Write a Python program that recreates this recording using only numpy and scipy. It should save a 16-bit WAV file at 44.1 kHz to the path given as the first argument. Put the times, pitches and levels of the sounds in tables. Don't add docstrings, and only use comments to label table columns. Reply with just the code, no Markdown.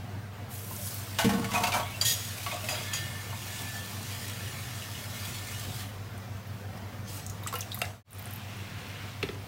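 import sys
import numpy as np
from scipy import signal
from scipy.fft import rfft, irfft
from scipy.io import wavfile
from scipy.ndimage import uniform_filter1d, map_coordinates

SR = 44100
rng = np.random.default_rng(int(sys.argv[2]) if len(sys.argv) > 2 else 0)


def unload_audio(sound):
    columns = np.transpose(np.atleast_2d(sound))
    steps = np.round(np.clip(columns, -1, 1) * 32767)
    wavfile.write(sys.argv[1], SR, steps.astype(np.int16))


def linear_from_db(decibels):
    return 10 ** (np.asarray(decibels, float) / 20)


N = 417627

# frequency in Hz, density in dB per Hz.
ROOM_TONE = [(22, -54), (40, -26), (60, -30), (80, -5.5), (110, -3), (160, -7.5), (200, -8), (320, -17),
             (700, -17), (1800, -22.5), (4000, -30.5), (8000, -38), (11000, -40), (16000, -35)]
# time in seconds, gain in dB.
SIMMER = [(0, -1), (5.5, 1.5)]
# frequency in Hz, width in Hz, level in dB.
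CABINET = [(195.2, 7.9, -56.5), (472.4, 5.5, -65.5), (714.4, 60, -59.5)]
# frequency in Hz, width in Hz.
MOTOR_HZ = [(100.1, .1), (93.5, .8), (120.3, .8), (232, .8)]
MOTOR_DB = [-41.5, -48.5, -48.5, -58.5]
# time in seconds, gain in dB.
JOLT = [
    (0.95, -1),
    (1.34, 15),
    (1.87, 13),
    (2.08, -0.5),
]

# time in seconds, level in dB.
TAP_ON_STEEL = [
    (0.49, -72),
    (0.515, -55),
    (0.688, -55),
    (0.888, -47.5),
]
# time in seconds, level in dB.
TAP_IN_JUG = [(1.17, -53), (1.95, -52.5), (2.4, -49), (2.9, -50), (3.3, -52.5), (3.69, -48.5), (3.88, -51),
              (4.19, -50), (4.65, -51.5), (5.19, -50.5), (5.82, -50.5), (5.87, -56.5), (6.0, -72)]
# time in seconds, level in dB.
SPURT = [
    (5.9, -64),
    (7.04, -70),
    (7.095, -51),
    (7.17, -51),
    (7.26, -59),
    (7.42, -61),
    (7.65, -60),
    (7.79, -54.5),
    (8.03, -61.5),
]
# time in seconds, level in dB.
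POUR = [
    (8.045, -60),
    (8.16, -61.5),
    (8.35, -59),
    (8.95, -56),
    (9.284, -60.5),
    (9.47, -61.5),
]
# level in dB at full force, dB gained per dB of force.
ON_STEEL = [(-7, 0.7), (0.7, 1.2), (3, 0.8)]
# level in dB at full force, dB gained per dB of force.
IN_JUG = [(0.57, 0.76), (0.8, 1.33), (-1.9, 1.16)]
# level in dB at full force, dB gained per dB of force.
IN_BASIN = [(-6, 0.76), (0, 0.97), (0, 2.1)]
# level in dB at full force, dB gained per dB of force.
IN_SAUCE = [(9, 1.64), (-2.5, 0.56), (-9, 0.44)]
# frequency in Hz, width in Hz, level in dB.
FILLING = [(1150, 43, -9), (1400, 24, -4), (1786, 60, -6.5), (2160, 43, -4.5), (2530, 36, -9),
           (2883, 49, -6), (3300, 90, -8), (4760, 47, -13), (6850, 76, -19)]
# time in seconds, level in dB.
SINGING = [
    (2.6, -15),
    (2.85, 15),
    (3.9, -2),
    (4.5, 4),
    (5.6, 5),
    (5.9, -18),
]

# time in seconds, peak in dB, centre in Hz.
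DRIPS = [(0.7094, -33, 14800), (0.764, -33, 6730), (0.8594, -31, 11000), (0.9438, -30, 14300),
         (6.774, -41.5, 4930), (7.2644, -30.5, 7000), (7.2978, -32, 6700), (7.434, -39, 13300),
         (7.4722, -26, 8060), (7.5368, -32, 13900), (7.5544, -30, 11900), (7.5867, -29, 15600),
         (7.6074, -25, 6300), (7.7193, -38, 5300), (7.7445, -27, 12700), (7.7887, -33, 11900),
         (7.8521, -38, 5380), (6.178, -45.5, 9000), (6.368, -49, 8000), (6.472, -46, 13000)]
# time in seconds, peak in dB, centre in Hz.
PLOPS = [(.712, -35, 990), (1.075, -34, 1174), (3.323, -34.5, 1060), (7.428, -38, 1050), (7.436, -42, 3700),
         (7.472, -34, 2000), (7.479, -35, 2900), (7.484, -36, 4000), (7.556, -32, 2050),
         (7.592, -36.5, 1900), (7.618, -38, 3500), (7.627, -39, 2700), (7.678, -37.5, 1120),
         (7.7186, -27.5, 3650), (7.729, -33, 3800), (7.747, -39, 2000), (7.7745, -38, 1170),
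         (7.841, -34, 2100), (7.846, -35, 1700), (7.852, -39, 3600)]
# time in seconds, peak in dB, centre in Hz.
FLARES = [(3.1293, -33, 1750), (3.2425, -35, 2300), (3.3388, -37, 2160), (3.4251, -36, 2820),
          (3.5927, -33, 3480), (3.7538, -33, 1750), (4.2238, -36, 3160), (4.4074, -35.5, 1730),
          (4.5421, -34, 1790), (4.6314, -34, 1780), (4.8224, -32, 2810), (4.9448, -31, 2930),
          (5.0329, -36, 2260), (5.1681, -33, 2090), (5.2544, -33.5, 3340), (5.3871, -35.5, 3860),
          (5.5094, -36, 1740), (5.8062, -36, 1820)]
# time in seconds, peak in dB, centre in Hz.
SPATTER = [(8.107, -37, 15200), (8.1314, -33, 9620), (8.1489, -38, 15200), (8.1884, -39, 14000),
           (8.184, -41, 9300), (8.195, -33, 15300), (8.1185, -33, 13200), (8.109, -37, 10000),
           (8.2252, -33, 15400), (8.2427, -42, 13800), (8.2566, -34, 9140), (8.2741, -41, 11600),
           (8.3086, -32, 11900), (8.328, -43, 9270), (8.336, -29, 13000), (8.3606, -34, 13200),
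           (8.3794, -47, 5480), (8.4494, -47, 5050), (8.569, -42, 9790), (8.8852, -39, 14900),
           (8.9006, -44, 7570), (9.3462, -45, 6150)]

# frequency in Hz, width in Hz, level in dB.
LID = [(715, 97, 6.5), (842, 40, 8), (1020, 21, -13), (1100, 5.7, 5), (1515, 37, 8), (1815, 42, 9),
       (2090, 40, 2), (2310, 46, 4), (2920, 170, 6.5), (3350, 30, -16), (3830, 30, -33)]
# frequency in Hz, width in Hz, level in dB.
BASIN = [(616, 22, -6), (713, 24, 5), (790, 71, 0), (935, 57, -6.5), (918, 50, 5.5), (1130, 14, 5),
         (1285, 18, -4), (1490, 66, -1.5), (2100, 49, 1.5), (2320, 54, 0), (2550, 80, 2), (2970, 55, -2),
         (3290, 50, -13), (3570, 27, -5), (4670, 60, -5), (6210, 46, 5), (6700, 60, -20)]
# frequency in Hz, width in Hz, level in dB.
JUG = [(1780, 20, -14), (2095, 46, -6), (2810, 60, -2.5), (3275, 26, 4), (3940, 40, -5), (4860, 27, 0.5),
       (5870, 40, -6), (7000, 40, -0.5), (6700, 36, -2), (9860, 50, -4)]
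# frequency in Hz, width in Hz, level in dB.
RIM = [(71, 8.5, -17), (165, 11, -9), (287, 31, -4.5), (408, 36, 3), (490, 69, -8), (740, 64, 3),
       (1330, 87, 4), (2100, 210, 2), (2380, 160, -6), (3700, 250, -19)]
# time in seconds, peak in dB, hardness (edge over body) in dB, rattle t60 in seconds.
LID_HITS = [
    (1.186, -16.5, 4, 0.28),
    (1.208, -24, 2, .15),
    (1.244, -21.5, 8, 0.23),
    (1.291, -22.5, -4, 0.22),
    (1.333, -26.5, -9, 0.22),
    (1.379, -29.5, -13, .2),
    (1.415, -31.5, -9, 0.17),
    (1.443, -26, 5, 0.15),
]
# time in seconds, peak in dB, hardness in dB, rattle t60 in seconds.
BASIN_HITS = [(1.514, -28, 4, 0.12), (1.533, -22.5, 1, 0.2), (1.545, -21, -14, .22),
              (1.574, -25.5, 4, 0.13), (1.6, -27, -10, 0.33), (1.622, -27, -14, .15),
              (1.633, -18.5, 6, 0.15), (1.668, -24, -1, 0.17), (1.718, -23, 14, 0.14),
              (1.735, -19, -8.5, 0.21), (1.762, -24.5, -13, 0.28)]
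# time in seconds, peak in dB, hardness in dB, rattle t60 in seconds.
WET_BASIN_HITS = [
    (1.797, -27, 4, 0.17),
    (1.85, -38, 20, .5),
    (2.463, -29, 6, 0.35),
    (2.514, -30, 6, 0.35),
    (2.685, -27, 12, 0.25),
    (2.739, -30, 16, 0.49),
    (3.324, -35, -7, 0.18),
]
# time in seconds, peak in dB, hardness in dB, rattle t60 in seconds.
JUG_HITS = [
    (2.012, -17.5, 3.8, 0.15),
    (2.686, -26.5, 1.5, 0.6),
    (2.933, -24.5, 3, 0.32),
    (2.969, -30.5, 26, 0.22),
]
# time in seconds, peak in dB, hardness in dB, rattle t60 in seconds.
RIM_HITS = [
    (7.472, -32, 8, 0.24),
    (7.526, -31, 3, 0.06),
    (7.538, -31, 2, 0.12),
    (7.555, -30, 8, 0.14),
    (7.59, -34, 8, 0.12),
    (7.816, -18, 9, 0.035),
    (7.842, -39, 8, 0.06),
    (9.228, -18.5, 24, 0.082),
    (9.288, -29, 26, 0.086),
]
# frequency in Hz, width in Hz, level in dB.
COUNTER = [(119.6, 14.4, -3), (155.3, 9, -9), (194.2, 9.8, -1.5), (228.7, 11.7, 0), (283, 16, -5.5),
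           (380, 30, -10.5), (458, 9, -7)]
# time in seconds, peak in dB.
COUNTER_THUDS = [
    (1.245, -12.5),
    (1.29, -23),
    (1.325, -19),
    (1.385, -21),
    (1.52, -28.5),
    (1.6, -28.5),
    (1.75, -32),
    (2.1, -40),
    (5.66, -39),
]
# time in seconds, peak in dB.
PAN_THUDS = [
    (9.233, -19),
    (9.291, -25.5),
]

# time in seconds, peak in dB, frequency in Hz, t60 in seconds.
PINGS = [(1.8274, -34, 3290, 0.085), (1.94, -37, 2700, 0.17), (2.0115, -19.5, 4680, 0.074),
         (3.5794, -43, 3440, 0.15), (4.5494, -43, 2190, 0.14), (4.9452, -41, 2910, 0.098),
         (1.188, -26, 1500, .13), (1.19, -26.5, 861, .25), (1.188, -27, 2400, .09), (1.188, -27, 2850, .07),
         (1.445, -31, 2200, 0.084), (1.292, -29, 804, .1), (2.463, -28.5, 1130, .11),
         (2.463, -32, 2100, 0.077), (2.463, -35.5, 2900, .1), (2.514, -32, 2500, .09),
         (2.686, -29.5, 2540, .15), (2.686, -35, 1900, 0.092), (2.686, -33, 1490, .1),
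         (2.932, -31, 2780, .08), (2.932, -31, 3250, .1), (1.797, -28, 628, .12), (7.817, -25, 2730, .05),
         (7.817, -27, 3500, 0.047)]
# time in seconds, peak in dB, frequency in Hz, t60 in seconds.
SWELLS = [(1.482, -32, 1130, .2), (1.545, -18.5, 2490, .1), (1.537, -20.5, 945, .11),
          (1.535, -27, 760, .14), (1.62, -28, 910, .25), (1.634, -27, 2570, .13), (1.662, -26, 2700, .08),
          (1.718, -25, 2320, .2), (1.729, -21, 905, .1), (1.76, -27, 1000, .1), (1.74, -29, 615, .3),
          (1.245, -30, 1830, .1), (1.31, -33, 1830, .1), (1.86, -39, 2230, .3), (2.512, -33, 670, .12),
          (2.5, -36, 2200, 0.22), (2.7, -32, 740, .16), (2.695, -37, 3280, .12), (2.745, -37, 3220, .3),
          (7.551, -27, 2850, .085), (7.53, -33, 1050, .2), (2.525, -33, 615, .35), (2.635, -33, 622, .3),
          (2.72, -32, 615, .3), (2.8, -35, 610, .2), (2.56, -38, 1150, 0.22), (2.75, -36, 1370, .15)]
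# time in seconds, peak in dB, frequency in Hz, t60 in
# seconds.
BUBBLES = [
    (7.463, -24.5, 1220, 0.037),
    (7.539, -23, 1330, 0.044),
    (7.526, -28, 1090, 0.055),
    (2.935, -30, 6850, .12),
]
# time in seconds, peak in dB, frequency in Hz, t60 in seconds.
HUMS = [
    (2.934, -42, 4860, 0.31),
    (7.54, -34, 490, 0.14),
    (7.82, -28, 644, 0.06),
]
# time in seconds, level in dB.
DRAG = [
    (2.035, -30),
    (2.043, -36),
    (2.052, -15.5),
    (2.122, -18),
    (2.16, -28.5),
    (2.3, -39),
]
# frequency in Hz, width in Hz, level in dB.
SCRAPE = [(1860, 41, 0), (3316, 73, 3.5), (3800, 11, -5), (4860, 56, 1.5), (5820, 44, -2), (6730, 88, 7),
          (7800, 170, -7), (8900, 150, -6), (9750, 35, -2), (11900, 67, -15), (12900, 55, -8),
          (14000, 110, -1)]
# time in seconds, frequency in Hz, level in dB.
WHISTLE = [
    (2.84, 1790, -55),
    (2.86, 1695, -48),
    (2.93, 1784, -43.5),
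    (3.36, 1778, -58),
    (3.57, 1739, -51),
    (3.84, 1758, -46),
    (3.88, 1770, -60),
    (5.47, 1786, -55),
    (5.7, 1742, -62),
]
# frequency in Hz, t60 in seconds.
ECHO = [(200, 0.88), (1000, 0.28), (4000, 0.19), (12000, 0.22)]


def evened(x):
    return x / np.sqrt(np.mean(x ** 2) + 1e-20)


def read(points, hz):
    f, value = np.transpose(points)
    return np.interp(np.log(hz + 1), np.log(f + 1), value)


def add(mix, start_s, sound):
    part = mix[round(start_s * SR):][:len(sound)]
    part += sound[:len(part)]


def resonate(x, hz, width_hz):
    turn = np.exp(2j * np.pi * np.cumsum(hz * np.ones(len(x))) / SR)
    r = np.exp(-np.pi * width_hz / SR)
    return 2 * (turn * signal.lfilter([1 - r], [1, -r], x / turn + 1e-18)).real


def colour(x, points):
    return irfft(rfft(x) * linear_from_db(read(points, np.fft.rfftfreq(len(x), 1 / SR))), len(x))


def hiss(field_db, patchy_db, flicker_db, size):
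    a, b, patches = rng.standard_normal((field_db.shape[1], field_db.shape[0], 3)).T
    patches = uniform_filter1d(patches, size=3, axis=0)
    patches = evened(uniform_filter1d(patches, size=12288 // size, axis=1))
    flicker = evened(uniform_filter1d(patches[0] + a[0], size=3))
    depth_db = patchy_db * np.linspace(1, .55, len(a))[:, None]
    z = (a + 1j * b) * linear_from_db(field_db + depth_db * patches + flicker_db * flicker)
    return signal.istft(z, nperseg=size, noverlap=3 * size // 4)[1][:N]


def room_tone():
    room_db, shaft_hz, shake_db, shake_wander_db = -46, 48.5, -65, 3.5
    hz = np.fft.rfftfreq(2048, 1 / SR)
    frame_s = np.arange(N // 512 + 5) * 512 / SR
    field_db = read(ROOM_TONE, hz)[:, None] * np.ones(len(frame_s))
    finest = np.clip(hz / 5000 - 1.6, 0, 1)[:, None]
    field_db = field_db + finest * np.interp(frame_s, *np.transpose(SIMMER))
    power = linear_from_db(2 * field_db[:, 0])
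    share = np.sum(power[hz > 300]) / np.sum(power)
    wash = linear_from_db(room_db) * evened(hiss(field_db, 2.62, 0.52, size=2048)) / np.sqrt(share)

    noise, t = rng.standard_normal(N), np.arange(N) / SR
    hum = sum(linear_from_db(db) * evened(resonate(resonate(noise, f, w), f, w)) for f, w, db in CABINET)
    for (f, w), db in zip(MOTOR_HZ, MOTOR_DB):
        wander = evened(uniform_filter1d(rng.standard_normal(N), size=SR // 2))
        hum += linear_from_db(db) * np.sqrt(2) * np.sin(2 * np.pi * np.cumsum(f + w / 2 * wander) / SR)

    sway = evened(uniform_filter1d(uniform_filter1d(noise, size=SR // 3), size=SR // 3))
    level_db = shake_db + shake_wander_db * sway + np.interp(t, *np.transpose(JOLT))
    return wash + hum + linear_from_db(level_db) * np.sqrt(2) * np.sin(2 * np.pi * shaft_hz * t)


def layers(force, surface):
    s, db = np.transpose(force)
    return np.transpose([s] + [db.max() + full_db + follow * (db - db.max()) for full_db, follow in surface])


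def water(rows, sing_db, patchy_db, grain_db):
    s, splash, spray, fizz = np.transpose(rows)
    hz, t = np.fft.rfftfreq(512, 1 / SR), np.arange(N // 128 + 5) * 128 / SR
    density_db = [splash - 14, splash - 5, splash, spray - 2.2, fizz - 3.7, fizz - 3.7]
    levels_db = np.array([np.interp(t, s, d, -130, -130) for d in density_db])
    band_hz = [400, 1000, 2600, 6300, 12000, 16000]
    place = np.interp(np.log(hz + 1), np.log(band_hz), np.arange(6))
    field_db = map_coordinates(levels_db, np.meshgrid(place, np.arange(len(t)), indexing="ij"), order=1)
    flow = hiss(field_db, patchy_db, 0.8, size=512) * linear_from_db(-9.5)

    drops = linear_from_db(grain_db * np.minimum(rng.exponential(1, N), 4))
    drops *= rng.random(N) < 60 / SR
    flow = flow * (1 + 0.16 * signal.oaconvolve(drops, np.exp(-np.arange(800) / 160))[:N])

    swings = evened(uniform_filter1d(rng.standard_normal((len(t), len(FILLING))), size=40, axis=0)).T
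    sung = np.zeros(N)
    for (f, w, db), swing in zip(FILLING, swings):
        sung += linear_from_db(db + 1.6 * np.repeat(swing, 128)[:N]) * resonate(flow, f, w)
    return flow + linear_from_db(sing_db) * sung


def tick(s, peak_db, hz, t60, breadth_oct, top_db):
    t = np.arange(4410) / SR
    near, far = 2 ** breadth_oct, 2 ** (3 * breadth_oct)
    shape = [(hz / far, -40), (hz / near, -12), (hz, 0), (hz * near, -12), (hz * far, top_db)]
    burst = linear_from_db(-60 * t / t60) + 0.7 * np.exp(-t / 0.00099)
    return s, linear_from_db(peak_db - 4.5) * burst * evened(colour(rng.standard_normal(len(t)), shape))


def ringing(drive, modes, spread_db):
    luck = rng.standard_normal((len(modes), 2))
    ring = np.zeros(len(drive))
    for (f, w, db), (a, b) in zip(modes, luck):
        ring += linear_from_db(db + spread_db * a) * resonate(drive, f * (1 + .018 * b), w) / np.sqrt(w)
    return ring


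def blow(row, modes, top_db, top_per_db, ring_db, crack, rise_s):
    s, peak_db, mid_db, t60 = row
    high_db = top_db + top_per_db * mid_db
    t = np.arange(22050) / SR
    noise = rng.standard_normal(len(t))
    body = colour(noise, [(350, -32), (580, 0), (1300, 0), (2000, -15), (7000, -22)])
    edge = colour(noise, [(1000, mid_db - 18), (1700, mid_db - 5.5), (3500, mid_db - 5),
                          (7000, high_db - 7), (16000, high_db - 15)])
    rattle = body * linear_from_db(-60 * t / t60) * np.minimum(t / (3.9 * rise_s), 1)
    rattle += edge * linear_from_db(-60 * t / (0.77 * t60))
    rattle *= (1 + crack * np.exp(-t / 0.004)) * np.minimum(t / rise_s, 1)
    rattle = rattle[:round(t60 * SR) + 3000]
    ring = ringing(rattle, modes, 2.5)
    sound = rattle + linear_from_db(ring_db) * ring * np.std(rattle) / np.std(ring)
    return s, linear_from_db(peak_db - 5) * sound / np.sqrt(uniform_filter1d(sound ** 2, size=180).max())


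def thud(row, rise_s, modes):
    s, peak_db = row
    t = np.arange(26000) / SR
    sound = np.zeros(len(t))
    for (f, w, db), pull in zip(modes, rng.uniform(.98, 1.02, len(modes))):
        sound += linear_from_db(db) * np.exp(-np.pi * w * t) * np.sin(2 * np.pi * f * pull * t)
    sound *= 1 - np.exp(-t / rise_s)
    return s, linear_from_db(peak_db) * sound / np.abs(sound).max()


def bubble(row, attack_s):
    s, peak_db, hz, t60 = row
    rise_oct_per_s = (0.058 / t60) ** 2
    t = np.arange(round(t60 * SR)) / SR
    uneven = 1 + 0.45 * evened(uniform_filter1d(rng.standard_normal(SR), size=120))[:len(t)]
    tone = np.sin(2 * np.pi * np.cumsum(hz * 2 ** (rise_oct_per_s * t)) / SR)
    return s, linear_from_db(peak_db - 60 * t / t60) * np.minimum(t / attack_s, 1) ** 1.3 * uneven * tone


def drag():
    s, level_db = np.transpose(DRAG)
    t = np.arange(s[0], s[-1], 1 / SR)
    rub = colour(rng.standard_normal(len(t)), [(1000, -33), (3000, 10), (16000, 2.5)])
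    wall = sum(linear_from_db(db) * evened(resonate(rub, f, w)) for f, w, db in SCRAPE)
    scrape = evened(evened(wall) + linear_from_db(-1) * evened(rub))
    return s[0], linear_from_db(np.interp(t, s, level_db) - 7) * scrape


def whistle():
    s, hz, level_db = np.transpose(WHISTLE)
    t = np.arange(s[0], s[-1], 1 / SR)
    wobble = evened(uniform_filter1d(rng.standard_normal((len(t), 2)), size=900, axis=0)).T
    tone = np.sin(2 * np.pi * np.cumsum(np.interp(t, s, hz) + 11 * wobble[0]) / SR)
    ends = np.clip(np.minimum(t - s[0], s[-1] - t) / .04, 0, 1)
    return s[0], ends * linear_from_db(np.interp(t, s, level_db) + 3.5 + 1.6 * wobble[1]) * tone


def kitchen(x):
    taps = np.zeros(SR // 2)
    at = np.arange(200, len(taps) - 20, 20)
    taps[at + rng.integers(0, 20, len(at))] = rng.choice([-1., 1.], len(at))
    hz, t, z = signal.stft(taps, SR, nperseg=256)
    decay = linear_from_db(-60 * t / read(ECHO, hz)[:, None])
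    tail = signal.istft(z * decay, SR, nperseg=256)[1]
    return signal.fftconvolve(x, tail / np.linalg.norm(tail))[:N]


def scene():
    near, felt = np.zeros((2, N))
    sing_db = np.interp(np.arange(N) / SR, *np.transpose(SINGING))
    tap = np.vstack([layers(TAP_ON_STEEL, ON_STEEL), layers(TAP_IN_JUG, IN_JUG)])
    wet = water(tap, sing_db, patchy_db=2.44, grain_db=4.3)
    wet += water(layers(SPURT, IN_BASIN), -44, patchy_db=4.2, grain_db=2)
    wet += water(layers(POUR, IN_SAUCE), -15, patchy_db=1.6, grain_db=2.9)

    flares = np.add(FLARES, [0, -5, 0])
    bursts = ((DRIPS, 0.049, 0.47, -14), (PLOPS, 0.053, .16, -40),
              (flares, 0.1, 0.054, -36), (SPATTER, 0.02, .36, -12))
    for rows, *shape in bursts:
        for row in rows:
            add(near, *tick(*row, *shape))

    bodies = ((LID_HITS, LID, -1.5, 1, -1.5, .3, .0011),
              (BASIN_HITS, BASIN, -1.5, 0.67, -1.5, .1, .004),
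              (WET_BASIN_HITS, BASIN, -12, 0.87, -1.5, .6, .0011),
              (JUG_HITS, JUG, 7.6, .2, 1.2, .2, .0011),
              (RIM_HITS, RIM[4:], 2.8, .05, -9, 1.6, .0012))
    for rows, *body in bodies:
        for row in rows:
            add(near, *blow(row, *body))
    for rows, rise_s, modes in (COUNTER_THUDS, 0.0047, COUNTER), (PAN_THUDS, 0.0021, RIM[:4]):
        for row in rows:
            add(felt, *thud(row, rise_s, modes))
    for rows, attack_s in (PINGS, .0015), (SWELLS, .0099), (BUBBLES, .0015), (HUMS, .0015):
        for row in rows:
            add(felt, *bubble(row, attack_s))
    add(near, *drag())
    add(felt, *whistle())

    echoes = linear_from_db(-8.5) * kitchen(near + linear_from_db(-4.5) * felt)
    return np.tile(near + felt + echoes + wet + room_tone(), (2, 1))


def top_cut(x):
    return signal.sosfilt(signal.butter(12, 16820, fs=SR, output="sos"), x)


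def record(dry):
    change_s, gap_s, fade_s = 8.03, .012, 0.15
    away_s = np.arange(N) / SR - change_s
    before = linear_from_db(-2) * np.clip(-away_s / fade_s, 0, 1) ** 0.96
    after = linear_from_db(-2.5) * np.clip((away_s - gap_s) / fade_s, 0, 1) ** 1.5
    fade = np.where(away_s < 0, before, after)
    edge = signal.firwin(511, 15850, window=("kaiser", 9), fs=SR)
    return top_cut(signal.oaconvolve(dry * fade, edge[None], "same"))


dry = scene()
out = record(dry)
unload_audio(out)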